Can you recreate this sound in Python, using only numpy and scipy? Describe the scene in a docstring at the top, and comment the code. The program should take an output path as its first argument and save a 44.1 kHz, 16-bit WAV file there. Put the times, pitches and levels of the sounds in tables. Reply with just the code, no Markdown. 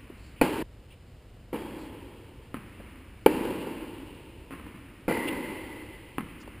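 """Tennis in a steel-clad hall

Two rallies heard from behind the near baseline, one scene after the other; the first breaks off abruptly, tails
and all, as the scene changes. Balls and rackets are sets of fading tones with short bursts of noise; shoes are
shaped noise that taps and scuffs. Delayed copies make the echoes of ribbed walls, and fading noise makes the
hall ring for about three seconds. The nearly mono sound is sampled at 12 kHz and each sample is held, which
makes the treble gritty."""
import sys
import numpy as np
from scipy import signal
from scipy.fft import rfft, irfft, next_fast_len
from scipy.io import wavfile

SR = 44100
rng = np.random.default_rng(int(sys.argv[2]) if len(sys.argv) > 2 else 0)


def unload_wav(signal):
    """Save mono or channel-first audio to the path in sys.argv[1] as 16-bit WAV at rate SR, clipped to [-1, 1]."""
    wavfile.write(
        sys.argv[1],
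        SR,
        np.round(np.clip(np.atleast_2d(signal).T, -1, 1) * 32767).astype(np.int16),
    )


N = 291060
TIME = np.arange(N) / SR
SHORT, LONG = TIME[:SR // 8], TIME[:3 * SR]  # time axes for hits (1/8 s) and for tails (3 s)
NET_M = 17  # anything farther away than this lies beyond the net

# echoes of the walls close by: lag/s, level/dB (a wall setting is added later)
CLOSE_WALLS = [(.0073, -24.5), (.012, -24.5), (.025, -21)]
# echoes of the walls round the far player: lag/s, level/dB (a wall setting is added later)
FAR_WALLS = [(0.0158, -4.5), (0.029, -1), (.089, -6.5)]
# tone colour of bounces and steps spread through the hall: f/Hz, relative level per Hz/dB
BOUNCE_COLOUR = [(60, -23), (180, 2), (300, 5), (450, -11), (720, -17), (1020, -8.5), (1550, -12),
                 (2200, -10.5), (2900, -14), (3600, -27.5), (6000, -43)]


def amp(db):
    """Turn decibels into a gain."""
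    return 10 ** (np.asarray(db) / 20)


def unit(x):
    """Scale to an rms (average strength) of 1."""
    return x / np.sqrt(np.mean(x ** 2) + 1e-20)


def along(points, hz):
    """Read between (Hz, value) points on a logarithmic pitch axis."""
    f, v = np.transpose(points)
    return np.interp(np.log(hz + 1), np.log(f + 1), v)


def fade(t, t60):
    """Die away steadily, by 60 dB in t60 seconds."""
    return np.exp(-np.log(1000) * t / t60)


def filtered(x, response):
    """Multiply each frequency of x by the response there."""
    size = next_fast_len(x.shape[-1] + 8192)  # room for the filter to ring out
    hz = np.fft.rfftfreq(size, 1 / SR)
    return irfft(rfft(x, size) * response(hz), size)[..., :x.shape[-1]]


def dulled(x, edge_hz):
    """Remove the treble above an edge, as a low-pass that never sounds ahead of its input."""
    return signal.sosfilt(signal.butter(4, edge_hz / (SR / 2), output="sos"), x)


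def noise(t, response):
    """Make coloured noise of rms 1, as long as t."""
    return unit(filtered(rng.standard_normal(len(t)), response))


def band(centre_hz, width_hz):
    """Give the response of a resonance; width_hz is where it falls to half its height."""
    return lambda hz: 1 / (1 + ((hz - centre_hz) / width_hz * 2) ** 2)


def add(track, s, sound):
    """Mix a sound into a track at time s, dropping what lies outside."""
    start = round(s * SR)
    sound, start = sound[max(-start, 0):], max(start, 0)
    track[start:start + len(sound)] += sound[:max(len(track) - start, 0)]


def ring(modes):
    """Let an object vibrate in several fading tones, all struck together."""
    return sum(amp(db) * fade(SHORT, t60) * np.sin(2 * np.pi * hz * SHORT) for hz, db, t60 in modes)


def crack(t60):
    """A surface is slapped: a short burst of coloured noise."""
    # colour of the slap: f/Hz, relative level per Hz/dB
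    crack_colour = [(100, 15), (800, 14), (2600, 3.5), (3700, -24), (4700, -5), (6000, -56)]
    return noise(SHORT, lambda hz: amp(along(crack_colour, hz))) * fade(SHORT, t60)


def echoes(sound, walls, walls_db, rib_hz=230):
    """Direct sound and its echoes; ribbed sheet steel throws back little bass."""
    thin = filtered(sound, lambda hz: 1j * hz / (rib_hz + 1j * hz))
    out = np.zeros(len(LONG))
    add(out, 0, sound)
    for lag, db in walls:
        add(out, lag, amp(db + walls_db) * thin)
    return out


def hall(colour, early_db, late_db, tilt_db, early_t60=0.16, build_s=0.026, surge_s=0.013):
    """Sound scattered all over the hall: a quick early cloud, then a long surging tail."""
    # surges of scattered sound from roof and gables: lag/s, level in the bass/dB
    surges = [(.115, -1.5), (0.201, 0), (.25, 4), (.42, 2.5)]
    # how long the hall rings at each pitch: f/Hz, t60/s
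    hall_decay = [(100, 2.03), (300, 2.79), (900, 2.47), (2000, 3.21), (3000, 4.4), (5000, 2.77)]

    def tilted(hz):
        tilt = tilt_db * np.log2((hz + 50) / 500)  # dB per octave, gentler in the deep bass
        return amp(along(colour, hz) + tilt)

    # split the noise into short slices, so that every pitch can fade at its own pace
    hz, t, slices = signal.stft(noise(LONG, tilted), SR, nperseg=512)
    surge_db = sum(db * np.exp(-((t - lag) / surge_s) ** 2) for lag, db in surges)
    # surges are strongest in the bass; the treble is scattered evenly
    surge_db = surge_db / (1 + (hz[:, None] / 1500) ** 2)
    decay = fade(t, along(hall_decay, hz)[:, None])
    tail = signal.istft(slices * amp(surge_db) * decay, SR, nperseg=512)[1][:len(LONG)]
    level = np.hypot(amp(late_db), amp(early_db) * fade(LONG, early_t60))
    return tail * level * (1 - np.exp(-LONG / build_s))


def air(rumble_db=-50, hum_hz=100, hum_db=-58):
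    """The quiet hall: low rumble as coloured noise, and the hum of its lamps as a steady tone."""
    # colour of the quiet hall: f/Hz, relative level per Hz/dB
    air_colour = [(12, -14), (20, -18), (49, 0.5), (137, -8.5), (161, -14), (379, -19), (417, -22),
                  (469, -18.5), (654, -25.5), (1430, -32.5), (2650, -32), (2990, -30.5), (3280, -36.5),
                  (5150, -39), (5800, -47.5), (7540, -83), (12800, -120)]
    rumble = amp(rumble_db) * noise(TIME, lambda hz: amp(along(air_colour, hz)))
    return rumble + amp(hum_db) * np.sin(2 * np.pi * hum_hz * TIME)


def bounces(thump_hz=265, thump_t60=0.028, thump_db=-2.5, felt_hz=3000,
            near_walls_db=11.0, far_walls_db=2.0, early_db=-35, late_db=-43.5, boom_hz=150, boom_db=-21):
    """The hollow ball knocks on the hard court: its shell clicks, its body thumps and a low boom follows."""
    # ball bounces: t/s, distance/m, strength at 1 m/dB; one before 0 leaves only its tail
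    landings = [(-0.3, 7.5, -3), (2.5433, 7.1, -3.5), (4.5084, 28, -1), (6.1831, 5.6, -1)]
    # tones of the ball's shell on the court: f/Hz, level/dB, t60/s
    shell = [(1066, -17.5, 0.052), (1280, -6.5, 0.011), (1840, -2.5, 0.0027), (2600, -11.5, 0.0042)]
    for s, metres, db in landings:
        thump = amp(thump_db) * np.cos(2 * np.pi * thump_hz * SHORT)
        thump = thump * fade(SHORT, thump_t60) * (1 - fade(SHORT, 0.0036))
        knock = dulled(ring(shell) + thump, felt_hz) + amp(-14) * crack(t60=0.026)
        if metres > NET_M:
            sound = echoes(knock, FAR_WALLS, far_walls_db)
        else:
            sound = echoes(knock, CLOSE_WALLS, near_walls_db)
        boom = amp(boom_db) * noise(LONG, band(boom_hz, width_hz=160))
        boom = boom * fade(LONG, 0.37) * (1 - fade(LONG, 0.067))
        answer = hall(BOUNCE_COLOUR, early_db, late_db, tilt_db=0, early_t60=0.19, build_s=0.009)
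        # direct sound weakens with distance; the hall's answer depends on strength alone
        yield s, amp(db) * ((sound + boom) / metres + answer)


def steps(thud_hz=340, early_db=-12, late_db=-20):
    """A shoe lands with a soft thud and a slap of noise; the hall's answer follows the thud's strength."""
    # footfalls, levels before the fades: t/s, thud level/dB, slap level/dB
    footfalls = [(0.100, -34.5, -51), (2.395, -42, -58), (2.8, -31.5, -50), (4.665, -37, -40),
                 (6.477, -34, -37.5)]
    for s, thud_db, slap_db in footfalls:
        thud = noise(SHORT, band(thud_hz, width_hz=250)) * fade(SHORT, 0.035) * (1 - fade(SHORT, 0.012))
        sound = hall(BOUNCE_COLOUR, thud_db + early_db, thud_db + late_db, tilt_db=0.5)
        add(sound, 0, amp(thud_db) * thud + amp(slap_db) * crack(t60=0.021))
        yield s, sound


def scuffs(width_share=0.3):
    """Rubber soles chirp and hiss as they slide; the higher the chirp, the wider its band of noise."""
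    # soles rubbing the court: middle t/s, swell time each side/s, f/Hz, peak level/dB
    rubs = [(0.259, 0.089, 4400, -64.5), (0.388, 0.026, 2650, -57), (0.923, 0.024, 2770, -56.5),
            (1.814, 0.063, 4300, -61.5), (5.286, 0.011, 2800, -34.5), (6.417, 0.018, 5030, -60)]
    for s, length, hz, db in rubs:
        swell = np.exp(-((LONG - 2 * length) / length) ** 2)
        yield s - 2 * length, amp(db) * swell * noise(LONG, band(hz, width_share * hz))


def strokes(pop_hz=420, dwell_s=0.00321, pop_width_s=0.0021, ping_t60=2.75, near_hz=6500, far_hz=3000,
            near_ratio=1.06, far_ratio=0.98, near_walls_db=-7.0, far_walls_db=0.8, hall_db=-40):
    """The ball sinks into the strings and is thrown out: one pop, then strings and frame ring."""
    # racket strokes: t/s, distance/m, strength at 1 m/dB, off centre/0-1,
    # early cloud over the tail/dB, ping f/Hz, ping over strength/dB
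    swings = [(0.413, 11.8, 12.5, 0.77, 7, 2700, -68), (1.5287, 23.7, 4, 0.07, 4.5, 3250, -62),
              (3.2613, 4.07, 12.5, 0, -14, 2740, -63), (5.0799, 23.6, 11.5, 0.54, 0, 2030, -47.5)]
    # tones of strings and frame: f/Hz, level struck in the centre/dB, level struck off centre/dB, t60/s
    racket = [(292, -28, 2, 0.04), (425, -17, -10, 0.046), (565, -9.5, -1.5, 0.033),
              (702, -24, -2.5, 0.074), (882, -9, -3, 0.039), (1364, -19.5, -16, 0.03),
              (1593, -41, -11, 0.14), (2030, -34, -24, 0.028), (2344, -17, -9, 0.036),
              (2467, -51, -4.5, 0.029), (2913, -17.5, -33, 0.025), (3090, -19, -39, 0.021),
              (4480, -26, -11.5, 0.015)]
    # echoes of the far wall for the near player: lag/s, level/dB (a wall setting is added below)
    late_walls = [(.038, -30), (.19, -14.5), (.245, -18), (0.408, -21)]
    # tone colour of strokes spread through the hall: f/Hz, relative level per Hz/dB
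    stroke_colour = [(50, -17), (130, -10), (230, 0), (320, 4), (400, -2.5), (520, -4.5), (710, -18.5),
                     (890, -6), (1030, -12), (1200, -19.5), (2000, -20.5), (2850, -20), (3600, -32.5),
                     (4750, -31.5), (6000, -47.5)]
    court_lag_s, court_graze_m = 0.00363, 20  # the court's echo: lag, and distance where it is half as strong
    # a clean stroke's felt crack and the tilt of its tail per octave
    crack_db, clean_tilt_db = -15, 0.03
    # added at the edge of the strings: a higher pop, a harder crack and a brighter tail
    off_pitch_rise, off_crack_db, off_tilt_db = 0.22, 11, 1.07
    for s, metres, db, off, cloud_db, ping_hz, ping_db in swings:
        # each player has a racket of their own and other walls around them
        if metres > NET_M:
            ratio, edge_hz, walls, walls_db = far_ratio, far_hz, FAR_WALLS, far_walls_db
        else:
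            ratio, edge_hz, walls, walls_db = near_ratio, near_hz, CLOSE_WALLS + late_walls, near_walls_db
        pitch_hz = pop_hz * ratio * (1 + off_pitch_rise * off)
        since_pop = SHORT - dwell_s
        pop = np.exp(-(since_pop / pop_width_s) ** 2) * np.cos(2 * np.pi * pitch_hz * since_pop)
        # an off-centre contact wakes other tones than a clean one
        strings = ring([(hz, np.interp(off, [0, 1], [centre_db, edge_db]), t60)
                        for hz, centre_db, edge_db, t60 in racket])
        felt = amp(crack_db + off_crack_db * off) * crack(t60=0.042)
        # the force builds up as the ball is squeezed
        contact = pop + (strings + felt) * (1 - fade(SHORT, 0.0064))
        hit = dulled(amp(db) / metres * contact, edge_hz)
        sound = echoes(hit, walls, walls_db)
        add(sound, court_lag_s, metres / (metres + court_graze_m) * hit)
        # the racket's ping lingers in the hall as a narrow, wavering band of noise
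        ping = amp(db + ping_db) * noise(LONG, band(ping_hz, width_hz=173))
        ping = ping * fade(LONG, ping_t60) * (1 - fade(LONG, 0.09))
        late_db = db + hall_db
        tilt_db = clean_tilt_db + off_tilt_db * off
        answer = hall(stroke_colour, late_db + cloud_db, late_db, tilt_db, early_t60=0.34, build_s=0.0038)
        yield s, sound + ping + answer


def widen(mono):
    """Make two nearly alike channels by adding a scattered copy to one and taking it from the other."""
    # gain of the scattered difference between the channels: f/Hz, level/dB
    width = [(100, -36.5), (450, -44), (1000, -45), (2500, -31), (4500, -48)]
    scatter = rng.standard_normal(len(SHORT)) * fade(SHORT, 0.046)
    side = signal.fftconvolve(mono, scatter / np.linalg.norm(scatter))[:N]
    side = filtered(side, lambda hz: amp(along(width, hz)))
    side = side + amp(-73) * unit(rng.standard_normal(N))  # faint hiss
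    return np.array([mono + side, mono - side])


def scene(break_s=0.629):
    """Play two rallies as two scenes; at the break the scene changes and the first stops dead, while the air
    sounds throughout."""
    first, second = np.zeros(N), np.zeros(N)
    for s, sound in [*bounces(), *steps(), *scuffs(), *strokes()]:
        add(first if s < break_s else second, s, sound)
    cut = np.clip((break_s - TIME) / 0.004, 0, 1)  # closes within 4 ms
    return widen(first * cut + second + air())


def record(dry, hold_hz=12000, top_hz=15400):
    """Holding each sample mirrors the sound round the sampling rate, which gives a gritty treble."""
    sampled = filtered(np.clip(dry, -1, 1), lambda hz: hz < hold_hz / 2)
    mirrored = sampled * (1 + 2 * np.cos(2 * np.pi * hold_hz * TIME))
    # a held sample weakens the treble by a sinc curve; nothing passes above the top
    return filtered(mirrored, lambda hz: np.sinc(hz / hold_hz) * (hz < top_hz))


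dry = scene()
out = record(dry)
unload_wav(out)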